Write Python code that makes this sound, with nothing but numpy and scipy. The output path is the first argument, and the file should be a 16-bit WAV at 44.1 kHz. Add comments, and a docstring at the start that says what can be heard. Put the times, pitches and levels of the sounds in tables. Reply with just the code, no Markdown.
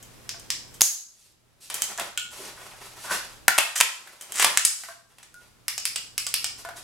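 """Handling a rifle in a small room

Close to a stereo microphone, the safety clicks and the hammer falls; the magazine is pulled, a fresh
one is drawn from a pocket and slapped home; the action is racked and the trigger is worked four times.
Each click is an impact that excites damped resonances. Gloves and clothes rustle by friction.
The room adds early reflections and reverberation, over low noise and a faint mains hum."""
import sys
import numpy as np
from scipy import signal
from scipy.fft import rfft, irfft
from scipy.io import wavfile
from scipy.ndimage import uniform_filter1d

SR = 44100
rng = np.random.default_rng(int(sys.argv[2]) if len(sys.argv) > 2 else 0)


def generate_wav(signal):
    """Clip the signal to [-1, 1] and save it as 16-bit WAV at the path in sys.argv[1]."""
    frames = np.transpose(np.atleast_2d(signal))
    scaled = np.clip(frames, -1, 1) * 32767
    pcm = np.round(scaled).astype(np.int16)
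    wavfile.write(sys.argv[1], SR, pcm)


N = 301203
TIME = np.arange(N) / SR


def from_db(db):
    """Amplitude ratio of a level in decibels."""
    return 10 ** (np.asarray(db) / 20)


def rms_one(x):
    """Normalisation to unit rms."""
    return x / np.sqrt(np.mean(x ** 2) + 1e-20)


def at_hz(rows, hz):
    """Interpolation of a spectrum's columns on a logarithmic frequency axis."""
    f, *columns = np.transpose(rows)
    return [np.interp(np.log(hz), np.log(f), c) for c in columns]


def drift(knots_per_s):
    """Random modulation of unit rms: linear interpolation between Gaussian values."""
    knots = rng.standard_normal(int(N / SR * knots_per_s) + 2)
    return rms_one(np.interp(TIME * knots_per_s, np.arange(len(knots)), knots))


def bands(white):
    """Filter bank yielding (centre/Hz, band); two independent noises alternate, so neighbours add in power."""
    edges_hz = np.geomspace(22, 18000, 18)
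    for k, (low, high) in enumerate(zip(edges_hz, edges_hz[1:])):
        band_pass = signal.butter(2, [low, high], "band", fs=SR, output="sos")
        yield np.sqrt(low * high), signal.sosfilt(band_pass, white[k % 2])


def coloured(white, spectrum):
    """Spectral shaping: weighted bands of white noise, summed to unit rms."""
    return rms_one(sum(band * from_db(at_hz(spectrum, hz)[0]) for hz, band in bands(white)))


# Spectrum of the room noise: f/Hz, relative density level/dB
AMBIENT_SPECTRUM = [(25, -3), (60, -3.5), (130, -6.5), (300, -9.5), (700, -14.5), (2000, -19),
                    (8000, -24.5), (15000, -27.5)]


def background(level_db=-53, side_db=-1.5, hum_hz=119.5, hum_over_noise_db=-6.5):
    """Superposition of partly coherent room noise and an appliance's mains hum, stronger on the right."""
    mid, side = coloured(rng.standard_normal((2, 2, N)), AMBIENT_SPECTRUM)
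    noise = mid + from_db(side_db) * side * [[1], [-1]]
    balance_db = np.array([[-8], [2]])
    hum = np.sqrt(2) * np.sin(2 * np.pi * hum_hz * TIME) * from_db(hum_over_noise_db + balance_db)
    return from_db(level_db) * (noise + hum)


# Reflections from the nearest surfaces: delay t/s, level/dB relative to the direct sound
EARLY_REFLECTIONS = [(.0052, -14.5), (0.0103, -22.5), (0.0201, -14), (.0236, -17.5)]
# Diffuse field: f/Hz, reverberation time T60/s, level/dB, left-right correlation
REVERBERATION = [(249.5, 0.27, -6, 0.45), (1120, 0.51, -1.5, 0.41), (2380, 0.35, 3, 0.23),
                 (5050, 0.46, 4, 0.13), (8140, 0.4, -2.5, 0.098), (14000, 0.33, -2.5, 0.18)]


def room(x, build_up_s=0.00029):
    """Convolution with direct sound, reflections and an exponentially decaying tail, new at each call."""
    t = TIME[:2 * SR // 3]
    response = np.zeros((2, len(t)))
    for hz, (mid, side) in bands(rng.standard_normal((2, 2, len(t)))):
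        t60, db, correlation = at_hz(REVERBERATION, hz)
        decay = np.exp(-np.log(1000) * t / t60) * (1 - np.exp(-t / build_up_s))
        stereo = np.sqrt((1 + correlation) / 2) * mid
        stereo = stereo + np.sqrt((1 - correlation) / 2) * side * [[1], [-1]]
        response += from_db(db) * stereo * decay / np.sqrt(np.sum(decay ** 2))
    response[:, 0] += 1  # direct sound
    for delay_s, db in EARLY_REFLECTIONS:
        response[:, round(delay_s * SR)] += from_db(db)
    return signal.oaconvolve(x[None], response, axes=1)[:, :N]


# Strokes of gloves, cloth and sliding parts: start t/s, duration/s, rub level/dB, hiss level/dB
FRICTION_STROKES = [ (1.08, 0.19, -59, -45.5), (1.6, 0.1, -57, -41), (1.701, 0.2, -32.5, -35),
                    (1.985, 0.025, -31.5, -37), (2.299, 0.15, -43.5, -40.5), (2.43, 0.89, -48.5, -50),
                    (2.994, 0.14, -48, -41.5), (3.094, 0.032, -31, -29), (3.948, 0.6, -39.5, -41),
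                    (4.417, 0.035, -20, -30.5), (4.77, 0.11, -47.5, -34), (5.076, 0.4, -55, -54.5),
                    (6.572, 0.045, -50, -44), (6.753, 0.018, -43.5, -40)]


def friction_gains(resting_rub_db=-70.5, resting_hiss_db=-68.5, attack_s=0.02, release_s=0.048):
    """Incoherent addition: each stroke rises, holds and decays, adding in power to the resting rustle."""
    power = from_db([[resting_rub_db], [resting_hiss_db]]) ** 2
    for start_s, length_s, rub_db, hiss_db in FRICTION_STROKES:
        t = TIME - start_s
        envelope = np.clip(t / attack_s, 0, 1) * np.exp(-np.maximum(t - length_s, 0) / release_s)
        power = power + (from_db([[rub_db], [hiss_db]]) * envelope) ** 2
    return np.sqrt(power)


# Spectra of dull rubbing and bright hiss: f/Hz, relative density level/dB
RUB_SPECTRUM = [(90, -17), (230, -11), (450, -6.5), (700, -5.5), (1100, -3), (1650, -11), (2400, -8),
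                (5000, -23)]
HISS_SPECTRUM = [(900, -20.5), (2000, -7.5), (3200, -2.5), (6000, 1), (10000, 1), (13000, -5.5),
                 (16000, -23.5)]


def rustle(grain_db=1.0, hiss_depth_db=2.0, rub_depth_db=4.5, uneven_db=2.0):
    """Friction noise: surfaces catch and let go, modulating the rub more deeply than the hiss."""
    rub_gain, hiss_gain = friction_gains()
    grains = rng.standard_normal((2, 2, N)) * from_db(grain_db * drift(900))
    catching = drift(60)
    rub = coloured(grains[0] * from_db(rub_depth_db * catching), RUB_SPECTRUM)
    hiss = coloured(grains[1] * from_db(hiss_depth_db * catching), HISS_SPECTRUM)
    return (rub_gain * rub + hiss_gain * hiss) * from_db(uneven_db * drift(14))


# Magazines and action sliding: start t/s, end t/s, first level/dB, last level/dB, part
SLIDING_PARTS = [ (1.75, 1.787, -18.5, -29.5, "receiver"), (1.984, 1.999, -18, -17.5, "stock"),
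                 (3.039, 3.112, -39.5, -24, "shell"), (3.755, 3.789, -14.5, -7.5, "catch"),
                 (4.341, 4.425, -17, -2.5, "bolt")]


def stick_slip(catches_per_s=260, spread_db=2, chatter_s=0.0048):
    """Stick-slip motion: a sliding part catches at uneven times with uneven force; rows as in IMPACTS."""
    rows = []
    for start_s, end_s, first_db, last_db, part in SLIDING_PARTS:
        count = max(round((end_s - start_s) * catches_per_s), 1)
        for progress in (np.arange(count) + rng.random(count)) / count:
            db = first_db + progress * (last_db - first_db) + spread_db * rng.standard_normal()
            rows.append((start_s + progress * (end_s - start_s), db, chatter_s, part))
    return rows


# Trigger cycles: pull t/s, reset t/s, pull level/dB
TRIGGER_CYCLES = [(5.6814, 5.7786, -6), (5.8536, 5.959, -5), (6.179, 6.266, -7.5), (6.3403, 6.443, -5.5)]


def trigger_clicks(pull_chatter_s=0.0095, reset_chatter_s=0.022, reset_over_pull_db=-4.5):
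    """Paired impacts: the trigger clicks when pulled and more softly as it resets; rows as in IMPACTS."""
    rows = []
    for pull_s, reset_s, db in TRIGGER_CYCLES:
        rows.append((pull_s, db, pull_chatter_s, "trigger"))
        rows.append((reset_s, db + reset_over_pull_db, reset_chatter_s, "reset"))
    return rows


def resonance(f, hz, width_hz, corner_ratio=0.27):
    """Unit-energy power spectrum of a damped oscillator; a small body radiates low frequencies poorly."""
    power = (f * width_hz) ** 2 / ((f * width_hz) ** 2 + (f * f - hz * hz) ** 2)
    radiation = (f / min(hz * corner_ratio, 1500)) ** 4
    power *= radiation / (1 + radiation)
    return power / power.sum()


def minimum_phase(power):
    """Minimum phase: folding the cepstrum gives the quickest-decaying response with this power spectrum."""
    cepstrum = irfft(np.log(power + 1e-12 * power.max()) / 2)
    half = len(cepstrum) // 2
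    cepstrum[1:half] *= 2
    cepstrum[half + 1:] = 0
    return np.exp(rfft(cepstrum))


# Resonances of each part (wide ones crack, narrow ones ring): f/Hz, bandwidth/Hz, relative energy level/dB
# The entries below 200 Hz add the low thump of an overloaded recorder on the loudest blows.
# "ping" and "soft ping" are one small ringing metal piece, struck hard or lightly.
RESONANCES = {
    "safety": [(2500, 2500, -2.5), (5400, 950, 2), (7500, 1500, 1.5)],
    "sear": [(2240, 3400, -6), (5150, 240, -3), (9900, 920, -3.5), (12620, 1700, -9)],
    "hammer": [(150, 220, -12), (680, 320, -6), (2400, 2400, -1.5), (6470, 370, 15), (10550, 2300, 12)],
    "hammer spring": [(1400, 2000, -7), (4900, 400, -2), (6650, 800, 13), (6280, 7, -3),
                      (6520, 14, -1.5), (6940, 7, -3.5), (10200, 4600, 13.5)],
    "catch": [(1450, 2400, -5.5), (3120, 93, -7.5), (6350, 890, 0), (8100, 1100, 3), (10600, 4000, 3)],
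    "ping": [(1443, 11, -2.5), (2550, 200, -7), (3042, 22, -9), (3268, 26, -8), (3150, 500, -2.5),
             (7400, 400, -2), (8000, 5500, -6)],
    "shell": [(1040, 190, 3), (1480, 160, 5)],
    "glove": [(378, 140, 4)],
    "soft ping": [(1443, 8, 0), (7000, 6000, -10)],
    "stock": [(682, 23, -6), (1013, 280, -8), (1530, 230, -5.5)],
    "well": [(109, 220, -17.5), (820, 220, -4.5), (1492, 180, 3.5), (1900, 380, -0.5), (8800, 7500, 2)],
    "receiver": [(470, 280, -17), (1034, 440, 0), (1860, 370, -3), (2525, 240, -2.5), (3210, 520, -3),
                 (5220, 1500, -5), (7100, 1000, -10.5), (8680, 2300, 3), (10800, 1100, -1.5)],
    "bolt": [(1780, 1260, 5), (2670, 1500, -17), (3660, 670, -7), (6060, 1300, 2.5), (7630, 1100, 8),
             (9700, 1100, 0.5)],
    "latch": [(110, 300, -23), (2600, 1600, -8), (5080, 220, -6), (6470, 970, -3), (8000, 60, -3),
              (8400, 1900, 5.5), (9300, 50, 2), (9600, 1200, 2)],
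    "trigger": [(1280, 410, -11), (2540, 810, -1), (5220, 770, 1.5), (8030, 1300, 1), (10260, 1900, 5)],
    "reset": [(680, 220, -14), (1360, 610, -8.5), (2380, 450, -5.5), (2900, 500, -2.5), (5130, 950, 3),
              (7850, 1400, 6)],
}


def impact(part, chatter_s, crack_db=-13, vary_db=1.5, whiten_hz=450, closing_s=0.0003, detune=0.2):
    """Resonances excited by a dying flurry of tiny collisions; the energy is that of 1 ms at unit rms."""
    t = TIME[:2 ** 14]
    f = np.fft.rfftfreq(len(t), 1 / SR)
    envelope = (1 - np.exp(-t / closing_s)) * np.exp(-np.log(1000) * t / chatter_s)
    flurry = rfft(envelope * rng.standard_normal(len(t)))
    flurry_power = np.abs(flurry) ** 2
    whitening = 1 / uniform_filter1d(flurry_power, int(whiten_hz / f[1]))
    force_power = flurry_power * whitening  # the force has no colour of its own
    body = from_db(crack_db) ** 2 * resonance(f, hz=9000, width_hz=5200)  # the bare crack of contact
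    for hz, width_hz, db in RESONANCES[part]:
        shift_hz = detune * min(width_hz, hz / 4) * rng.standard_normal()  # the grip detunes damped modes
        peak = resonance(f, hz + shift_hz, width_hz)
        energy = from_db(db + vary_db * rng.standard_normal()) ** 2
        body += energy * peak / np.sum(peak * force_power)
    sound = irfft(flurry * minimum_phase(body * whitening))
    return rms_one(sound) * np.sqrt(SR / 1000 / len(t))


# Knocks and clicks: t/s, level/dB, chatter time T60/s, part
IMPACTS = [
    # the safety is flicked twice, the sear lets go, the hammer falls and shudders
    (0.026, -35, 0.061, "catch"), (0.292, -20.5, 0.0092, "safety"), (0.343, -36.5, 0.023, "stock"),
    (0.396, -35, 0.025, "catch"), (0.503, -13.5, 0.0067, "safety"), (0.741, -34.5, 0.069, "catch"),
    (0.8084, -7.5, 0.0079, "sear"), (0.8174, 18, 0.005, "hammer"),
    (0.822, 17.5, 0.22, "hammer spring"), (0.853, 6, 0.023, "hammer spring"),
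    # the magazine is released and pulled out; a small metal piece pings
    (1.7, -10, 0.042, "receiver"), (1.742, -6, 0.021, "catch"), (1.82, -0.5, 0.0056, "catch"),
    (1.977, -16, 0.005, "bolt"), (1.997, -9.5, 0.017, "receiver"), (2.1752, -6.5, 0.013, "ping"),
    (2.39, -23.5, 0.36, "glove"),
    # the fresh magazine is found and scrapes out of the pocket,
    (2.575, -31, 0.05, "shell"), (2.735, -33, 0.063, "stock"), (3.107, -13, 0.24, "shell"),
    # meets the well, slides up and is slapped home
    (3.481, 11, 0.024, "well"), (3.4915, -0.5, 0.02, "well"),
    (3.5798, 4.5, 0.021, "receiver"), (3.5847, 11.5, 0.019, "receiver"),
    (3.758, -0.5, 0.063, "bolt"), (3.802, 7.5, 0.042, "bolt"), (3.81, 16.5, 0.012, "receiver"),
    # parts rattle as the rifle swings down
    (4.0731, -17.5, 0.029, "well"), (4.211, -12.5, 0.02, "catch"), (4.222, -16.5, 0.012, "catch"),
    # the action is drawn back, runs forward and latches
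    (4.321, -7.5, 0.012, "catch"), (4.358, -8.5, 0.01, "latch"), (4.3969, 3, 0.016, "receiver"),
    (4.4248, 5.5, 0.024, "receiver"), (4.445, 10.5, 0.024, "receiver"),
    (4.5733, 13, 0.008, "bolt"), (4.65, 16, 0.023, "latch"),
    # the rifle is shouldered, and later lowered
    (4.836, -14.5, 0.011, "well"), (4.885, -11.5, 0.059, "stock"), (5.184, -28, 0.017, "receiver"),
    (5.229, -25, 0.045, "bolt"), (5.342, -23, 0.005, "soft ping"),
    (6.649, -21, 0.029, "stock"), (6.6881, -21, 0.026, "stock")]


def rifle(positions=5):
    """Superposition of all impacts, dealt over one track per position because the rifle keeps moving."""
    tracks = np.zeros((positions, N + SR))
    for k, (time_s, db, chatter_s, part) in enumerate(IMPACTS + trigger_clicks() + stick_slip()):
        sound = impact(part, chatter_s)
        start = round(time_s * SR)
        tracks[k % positions, start:start + len(sound)] += from_db(db) * sound
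    return tracks[:, :N]


def scene():
    """Linear superposition: each rifle position and the rustle excite the room, over its background."""
    return sum(room(track) for track in rifle()) + room(rustle()) + background()


def smooth(x, time_s):
    """Exponential averaging by a first-order low-pass."""
    pole = np.exp(-1 / (time_s * SR))
    return signal.lfilter([1 - pole], [1, -pole], x)


def gain_control(x, threshold_db=-12, sensing_s=0.002, attack_s=0.0011, ahead_s=0.00035, release_s=1.15):
    """Limiting: a loud blow lowers the gain, and the background with it; the gain recovers slowly."""
    level_db = 10 * np.log10(smooth(np.mean(x ** 2, axis=0), sensing_s) + 1e-12)
    excess_db = np.maximum(level_db - threshold_db, 0)
    recovery = np.exp(-TIME / release_s)
    held_db = np.maximum.accumulate(excess_db / recovery) * recovery
    reduction_db = np.interp(TIME + ahead_s, TIME, smooth(held_db, attack_s))
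    return x * from_db(-reduction_db)


def record(dry, treble_hz=14000, cutoff_hz=15800):
    """Finite bandwidth and headroom: the microphone dulls the top, limits, clips and cuts the band."""
    dulled = signal.sosfilt(signal.butter(2, treble_hz, fs=SR, output="sos"), dry)
    clipped = np.clip(gain_control(dulled), -1, 1)
    return signal.sosfilt(signal.ellip(10, .1, 80, cutoff_hz, fs=SR, output="sos"), clipped)


dry = scene()
out = record(dry)
generate_wav(out)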